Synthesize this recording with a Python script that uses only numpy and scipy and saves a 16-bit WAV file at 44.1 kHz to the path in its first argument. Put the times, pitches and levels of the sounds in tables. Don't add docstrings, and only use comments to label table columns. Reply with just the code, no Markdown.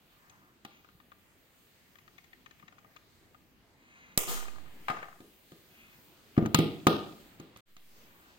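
import sys
import numpy as np
from scipy import signal
from scipy.io import wavfile
from scipy.ndimage import uniform_filter1d

SR = 44100
rng = np.random.default_rng(int(sys.argv[2]) if len(sys.argv) > 2 else 0)


def waveform_to_disk(signal):
    frames = np.transpose(np.atleast_2d(signal))
    scaled = np.clip(frames, -1, 1) * 32767
    samples = np.round(scaled).astype(np.int16)
    wavfile.write(sys.argv[1], SR, samples)


N = 369558
T = np.arange(SR) / SR
SHORT, LONG = SR // 20, SR // 4
TICK_ROOM_DB = -14

# (frequency [Hz], relative level [dB], t60 [s])
FRAME_MODES = [(825, -4.5, 0.1), (988, -10, 0.039), (1225.5, 0.5, 0.055), (1388, -6.5, 0.09),
               (1565, 1, 0.016), (1800, -3.5, 0.043), (2167, -10.5, 0.073), (2454, -5.5, 0.06),
               (2752, -10.5, 0.069), (3060, -9, 0.046), (3480, -11, 0.061), (3900, -11.5, 0.035),
               (4900, -18, .04), (6410, -3, .05)]


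def trigger_ticks(direct, send):
    # (time [s], peak before panning [dB], centre of the ring [Hz])
    ticks = [(0.296, -48, 3700), (0.845, -49.5, 1300), (0.8869, -49, 1350), (1.0001, -49, 1300),
             (1.1176, -45.5, 1360), (1.9545, -47, 1800), (1.985, -47.5, 1800), (2.0774, -45.5, 1880),
             (2.1807, -44, 1970), (2.2403, -51, 2040), (2.3303, -44, 1780), (2.4598, -41.5, 1780),
             (2.5092, -43.5, 1920), (2.596, -52, 1900), (2.6249, -47, 1130), (2.6796, -44.5, 1770),
             (2.7225, -51, 1200), (2.7814, -49.5, 1230), (2.787, -55, 3400), (2.8452, -49.5, 1200),
             (2.961, -46, 1260), (2.963, -46.5, 2750), (3.3445, -47.5, 1190), (4.231, -38, 830),
             (6.3654, -38.5, 1180), (6.4517, -36, 1150)]
    for s, db, hz in ticks:
        add(direct, send, s, undb(db) * tick(hz, click_db=-3.0), pan_db=9.5, room_db=TICK_ROOM_DB)


def rod_chatter(direct, send):
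    # (time [s], peak before panning [dB])
    chatter = [(4.3728, -32), (4.425, -38), (4.453, -37), (4.4809, -36), (4.533, -43), (4.557, -45),
               (4.5818, -41), (4.659, -48.5), (4.6786, -50), (4.9705, -31), (5.0278, -31), (5.083, -40),
               (5.1266, -44)]
    # (time [s], length [s], rate [ticks/s], highest peak at the start [dB])
    rattles = [(4.279, .13, 80, -32), (4.882, .19, 70, -29)]
    rocks = list(chatter)
    for s, length_s, rate, db in rattles:
        gap, size = rng.random((40, 2)).T
        after = np.cumsum((.4 + 1.2 * gap) / rate)
        peak_db = db - 55 * after - 12.0 * size
        rocks += [row for row in zip(s + after, peak_db) if row[0] < s + length_s]
    for s, db in rocks:
        add(direct, send, s, undb(db) * tick(1230, click_db=-13), pan_db=7.0, room_db=TICK_ROOM_DB)


def tick(hz, click_db):
    weight_db = near(FRAME_MODES, hz, below_db=17.0, above_db=10.0)
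    body = ring(FRAME_MODES, weight_db, scatter_db=1.5, push_s=.0008, size=SHORT) * decay(T[:SHORT], .05)
    slips = crackle(.014, .0015, size=SHORT)
    body = peak1(signal.fftconvolve(slips, body)[:SHORT])
    click = burst(hz, 2.2 * hz, .014, .0012, size=SHORT)
    return peak1(body + undb(click_db) * click)


def crackle(t60, rise_s, size):
    t = T[:size]
    slips = rng.standard_normal(size) * undb(3.5 * rng.exponential(size=size))
    return slips * decay(t, t60) * swell(t, rise_s)


def snaps(direct, send):
    # (time [s], thud [dB], crack [dB], sizzle [dB], centre of the thud [Hz])
    snap_rows = [(4.1748, -39, -32.5, -20.5, 390), (7.5605, -60, -59, -72, 150),
                 (7.571, -64, -71, -59.5, 207), (7.7655, -66, -61, -71, 191)]
    for s, thud_db, crack_db, sizzle_db, hz in snap_rows:
        levels_db = (thud_db, crack_db - 3.5, crack_db, sizzle_db)
        blow(direct, send, s, levels_db, pan_db=-4, room_db=-8, bench_hz=hz, held_s=.012, contact_s=.013)


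def rod_slide(direct, send):
    # (time [s], thud [dB], frame [dB], crack [dB], sizzle [dB])
    slide_row = (4.275, -49, -49, -48, -40)
    blow(direct, send, slide_row[0], slide_row[1:], pan_db=3, room_db=3, bench_hz=340,
         held_s=.44, contact_s=.36, rise_s=.004)


def rubbing(direct, send):
    # (start [s], loudest time [s], end [s], loudest level before fade and pan [dB], centre of the ring [Hz])
    rubs = [(.05, .3, .55, -65, 1090), (.66, .74, .84, -63, 2600), (3.75, 4.0, 4.19, -58, 2200),
            (5.65, 5.8, 6.0, -61, 2314), (7.85, 8.3, 8.38, -65, 1713)]
    start_db, end_db = -14, -5
    grip_t60_s, fade_s = .011, .067
    for start, top, end, db, hz in rubs:
        t = np.arange(start, end, 1 / SR)
        slips = rng.standard_normal(len(t)) * undb(2.5 * rng.exponential(size=len(t)))
        weight_db = near(FRAME_MODES, hz, below_db=22.0, above_db=12.0)
        body = ring(FRAME_MODES, weight_db, scatter_db=2.8, push_s=.0008) * decay(T[:LONG], grip_t60_s)
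        rub = signal.fftconvolve(slips, body)[:len(t)]
        fade = swell(np.minimum(t - start, end - t), fade_s)
        push_db = db + np.interp(t, [start, top, end], [start_db, 0, end_db])
        add(direct, send, start, rub / rub.std() * undb(push_db) * fade, pan_db=1.5, room_db=-12)


def knocks(direct, send):
    # (time [s], bench [dB], frame [dB], crack [dB], left minus right [dB],
    # centre of the thud [Hz], room send [dB], t60 that the touch allows [s])
    knock_rows = [(0.6484, -51, -51, -52.5, 4, 232, -10.5, .3), (4.8815, -60, -32, -71, 6, 570, -12, .5),
                  (4.898, -41.5, -34, -69, 8, 210, -6, .2), (5.203, -52, -65, -67, 2, 310, -5, .25),
                  (5.518, -52.5, -64, -67, 3, 315, -7, .25), (6.3765, -17, -38, -64.5, 6, 232, -9, .22),
                  (6.423, -24, -54, -68, 6, 222, -7.5, .4), (6.458, -31.5, -43, -48, 3, 230, -15.5, .25),
                  (6.5446, -23.5, -26.5, -22, 5, 214, -14.5, 1.1),
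                  (6.587, -19.5, -38.5, -38.5, -7, 250, -5.5, .96),
                  (6.8675, -18, -23.5, -28.5, 2, 307, -8, .28), (7.398, -46, -58, -59.5, 3, 285, -6, .2)]
    contact_t60_s, softer_db = .019, 21
    for s, bench_db, frame_db, crack_db, pan_db, hz, room_db, held_s in knock_rows:
        sizzle_db = max(crack_db - 3.5, frame_db - 23)
        contact_s = contact_t60_s * 2 ** ((frame_db - crack_db) / softer_db)
        levels_db = (bench_db, frame_db, crack_db, sizzle_db)
        blow(direct, send, s, levels_db, pan_db, room_db, hz, held_s, contact_s)


def bumps(direct, send):
    # (time [s], onset level before panning [dB], centre of the thud [Hz])
    bump_rows = [(.948, -62, 140), (2.636, -60, 200)]
    for s, db, hz in bump_rows:
        held = decay(T[:LONG], .05)
        add(direct, send, s, undb(db) * thud(hz, held), pan_db=1.5, room_db=-14)


def blow(direct, send, s, levels_db, pan_db, room_db, bench_hz, held_s, contact_s, rise_s=.0022):
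    bench_db, frame_db, crack_db, sizzle_db = levels_db
    held, contact_s = decay(T[:LONG], max(held_s, .01)), max(contact_s, .005)
    add(direct, send, s, undb(bench_db) * thud(bench_hz, held), pan_db / 4, room_db)

    weight_db = near(FRAME_MODES, 1150, below_db=8.0, above_db=17.0)
    clang = onset1(ring(FRAME_MODES, weight_db, scatter_db=2.5, push_s=.003) * held)
    add(direct, send, s, undb(frame_db - 1.2) * clang, pan_db, room_db)

    crack_lo_hz, crack_hi_hz = 2050, 4000
    weight_db = near(FRAME_MODES, 3000, below_db=9.0, above_db=3.0)
    upper = ring(FRAME_MODES, weight_db, scatter_db=2.5, push_s=.0002) * decay(T[:LONG], .018)
    slips = crackle(contact_s, rise_s, size=LONG)
    chime = undb(crack_db - 0.6) * onset1(signal.fftconvolve(slips, upper)[:LONG])
    add(direct, send, s, chime, pan_db, room_db, evenly(chime, crack_lo_hz, crack_hi_hz, contact_s))

    contact_bands = ((frame_db, 600, crack_lo_hz), (crack_db, crack_lo_hz, crack_hi_hz),
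                     (sizzle_db, crack_hi_hz, 16000))
    for db, lo_hz, hi_hz in contact_bands:
        both, left, right = (onset1(burst(lo_hz, hi_hz, contact_s, rise_s)) for _ in range(3))
        crack = undb(db - 5.5) * (both + np.array([left, right]))
        add(direct, send, s, crack, pan_db, room_db, evenly(crack, lo_hz, hi_hz, contact_s))


def thud(bench_hz, held):
    # (frequency [Hz], relative level [dB], t60 [s])
    bench_modes = [(137, -6, .15), (161.5, 0.6, 0.21), (220, -2, 0.19), (273.5, -1, 0.078),
                   (312, -3, 0.028), (404, -11.5, 0.16), (464, -8, 0.11), (510, -12, 0.13),
                   (620, -8.5, 0.1), (680, -4.5, 0.1)]
    t = T[:LONG]
    give = np.sin(2 * np.pi * bench_hz * t) * decay(t, 3.8 / bench_hz) * swell(t, 1.3 / bench_hz)
    weight_db = near(bench_modes, bench_hz, below_db=2.9, above_db=5.3)
    board = ring(bench_modes, weight_db, scatter_db=2.3, push_s=2.1 / bench_hz, shift=.004)
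    return onset1((board + 1.5 * peak1(give)) * held)


def ring(modes, extra_db, scatter_db, push_s, shift=.012, size=LONG):
    hz, db, t60 = (c[:, None] for c in np.transpose(modes))
    t = T[:size]
    chance = rng.standard_normal((2, *hz.shape))
    share = undb(db + extra_db + scatter_db * chance[0])
    detuned_hz = hz * (1 + shift * chance[1])
    tones = (share * np.sin(2 * np.pi * detuned_hz * t) * decay(t, t60)).sum(axis=0)
    return peak1(tones * swell(t, push_s))


def near(modes, hz, below_db, above_db):
    octaves = np.log2(np.array(modes)[:, :1] / hz)
    return np.where(octaves < 0, below_db * octaves, -above_db * octaves)


def burst(lo_hz, hi_hz, t60, rise_s, size=LONG):
    t = T[:size]
    noise = rng.standard_normal(len(t)) * decay(t, t60) * swell(t, rise_s)
    return peak1(band(noise, lo_hz, hi_hz))


def evenly(sound, lo_hz, hi_hz, contact_s):
    if contact_s > .05:
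        return sound if sound.ndim == 1 else sound[0]
    click = band(signal.unit_impulse(sound.shape[-1]), lo_hz, hi_hz)
    return click * sound.std() / click.std()


def add(direct, send, s, sound, pan_db, room_db, spread=None):
    i = int(s * SR)
    side_db = np.array([[pan_db / 2], [-pan_db / 2]])
    spread = sound if spread is None else spread
    direct[:, i:i + sound.shape[-1]] += sound[..., :N - i] * undb(side_db)
    send[:, i:i + len(spread)] += spread[:N - i] * undb(room_db + 0.31 * side_db)


def undb(db):
    return 10 ** (np.asarray(db) / 20)


def decay(t, t60):
    return np.exp(-np.log(1000) * t / t60)


def swell(t, rise_s):
    return np.sin(np.pi / 2 * np.minimum(t / rise_s, 1)) ** 2


def band(x, lo_hz, hi_hz, order=2):
    edges_hz = [lo_hz, min(hi_hz, .45 * SR)]
    return signal.sosfilt(signal.butter(order, edges_hz, "band", fs=SR, output="sos"), x)


def peak1(x):
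    return x / np.abs(x).max()


def onset1(x):
    return x / x[:SR // 50].std()


def workshop(send):
    # (octave centre [Hz], relative level [dB], t60 [s])
    room_octaves = [(100, -2.5, 0.67), (193, -3, 0.61), (411, 3, 0.58), (781, 4.5, 0.55), (1668, 2.5, 0.54),
                    (3130, 0.4, 0.54), (6610, 5.5, 0.47), (12400, 6.5, 0.27)]
    grain = undb(2.5 * rng.standard_normal(SR // 150).repeat(150))
    tail = sum(undb(db) * stereo_noise(hz, 0.84, count=SR) * decay(T, t60) for hz, db, t60 in room_octaves)
    tail = tail * grain * np.minimum(T / 0.0061, 1) / np.sqrt(SR / 20)
    return signal.fftconvolve(send, tail, axes=1)[:, :N]


def background():
    # (frequency [Hz], relative density [dB per Hz])
    air_colour = [(25, -4), (114, -2), (277, -2.5), (354, -4.5), (451, -9.5), (1520, -14), (2480, -13),
                  (3080, -16), (5880, -23), (8140, -24.5), (10400, -28), (16000, -21.5)]
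    # (time [s], hum [dB], rustle [dB])
    floor_swell = [(0, 0.5, 7.5), (.7, 0.5, 1.5), (1.7, 0, 10.5), (2.3, 0.5, 4.5), (3.2, 1, 3),
                   (3.9, 0.5, -3), (4.7, 4.5, 10), (5.3, 0.5, 12), (7.2, 4, 10), (7.58, 2, 1),
                   (7.75, -4.5, 17.5), (8.0, 2.5, 14), (8.38, 1, 8)]
    air_db = -66
    s, hum_db, rustle_db = np.transpose(floor_swell)
    hum_db, rustle_db = (np.interp(np.arange(N) / SR, s, c) for c in (hum_db, rustle_db))
    centres = 30 * 2 ** np.arange(0, 9.2, .5)
    air_hz, density_db = np.transpose(air_colour)
    colour_db = np.interp(np.log(centres), np.log(air_hz), density_db)
    colour_db = colour_db + 10 * np.log10(centres)
    colour_db = colour_db + air_db - 10 * np.log10(np.sum(undb(2 * colour_db)))
    out = 0
    for hz, db in zip(centres, colour_db):
        high = np.clip(np.log2(hz / 800) / 5.36, 0, 1)
        pair = stereo_noise(hz, 0.53, count=N)
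        level_db = db + (2 - high) * hum_db + high * rustle_db + 2.0 * walk(11)
        out = out + undb(level_db) * pair / pair.std()
    return out


def walk(rate):
    k = int(SR / rate)
    steps = np.repeat(rng.standard_normal(N // k + 1), k)
    return 1.3 * uniform_filter1d(uniform_filter1d(steps, k), k)[:N]


def stereo_noise(hz, octaves, count):
    # (frequency [Hz], left-right correlation of diffuse sound [-1..1])
    likeness = [(60, 0.6), (400, 0.84), (1200, 0.054), (12000, 0.084)]
    like_hz, correlation = np.transpose(likeness)
    like = np.clip(np.interp(np.log(hz), np.log(like_hz), correlation), 0, 1)
    half = 2 ** (octaves / 2)
    mid, side = band(rng.standard_normal((2, count)), hz / half, hz * half)
    return np.sqrt(1 + like) * mid + np.sqrt(1 - like) * side * np.array([[1], [-1]])


def scene():
    direct, send = np.zeros((2, 2, N))
    for source in (trigger_ticks, rod_chatter, rubbing, knocks, snaps, rod_slide, bumps):
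        source(direct, send)
    direct = np.array([np.roll(direct[0], 11), direct[1]])
    return direct + workshop(send) + background()


def record(dry):
    # (centre [Hz], width [Hz], share of the band taken out [0..1])
    port_dips = [(5700, 900, 0.4), (10260, 3000, 0.39)]
    # (time [s], left amplitude, right amplitude, time out [s], time back [s])
    drift_swings = [(4.1759, .14, .16, .0007, .0008), (4.1768, -.015, -.12, .0007, .003),
                    (4.177, 0, -.026, .008, .075), (4.262, -.018, .019, .04, .45),
                    (4.37, .008, .006, .008, .9), (7.655, .0022, .0022, .12, .45)]
    stop, start, out_s, in_s = 7.608, 7.655, .0024, .041
    top_hz = 15900
    for hz, width_hz, share in port_dips:
        dry = dry - share * band(dry, hz - width_hz / 2, hz + width_hz / 2, order=1)
    t = np.arange(N) / SR
    gate = np.interp(t, [stop - out_s, stop, start, start + in_s], [1, 0, 0, 1])
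    drift = 0
    for s, left, right, away_s, back_s in drift_swings:
        swing = np.interp(t, [s, s + away_s, s + away_s + back_s], [0, 1, 0])
        drift = drift + swing * np.array([[left], [right]])
    drift = uniform_filter1d(drift, size=16)
    low_pass = signal.ellip(8, .2, 80, top_hz, fs=SR, output="sos")
    return signal.sosfilt(low_pass, np.tanh(dry) * gate + drift)


dry = scene()
out = record(dry)
waveform_to_disk(out)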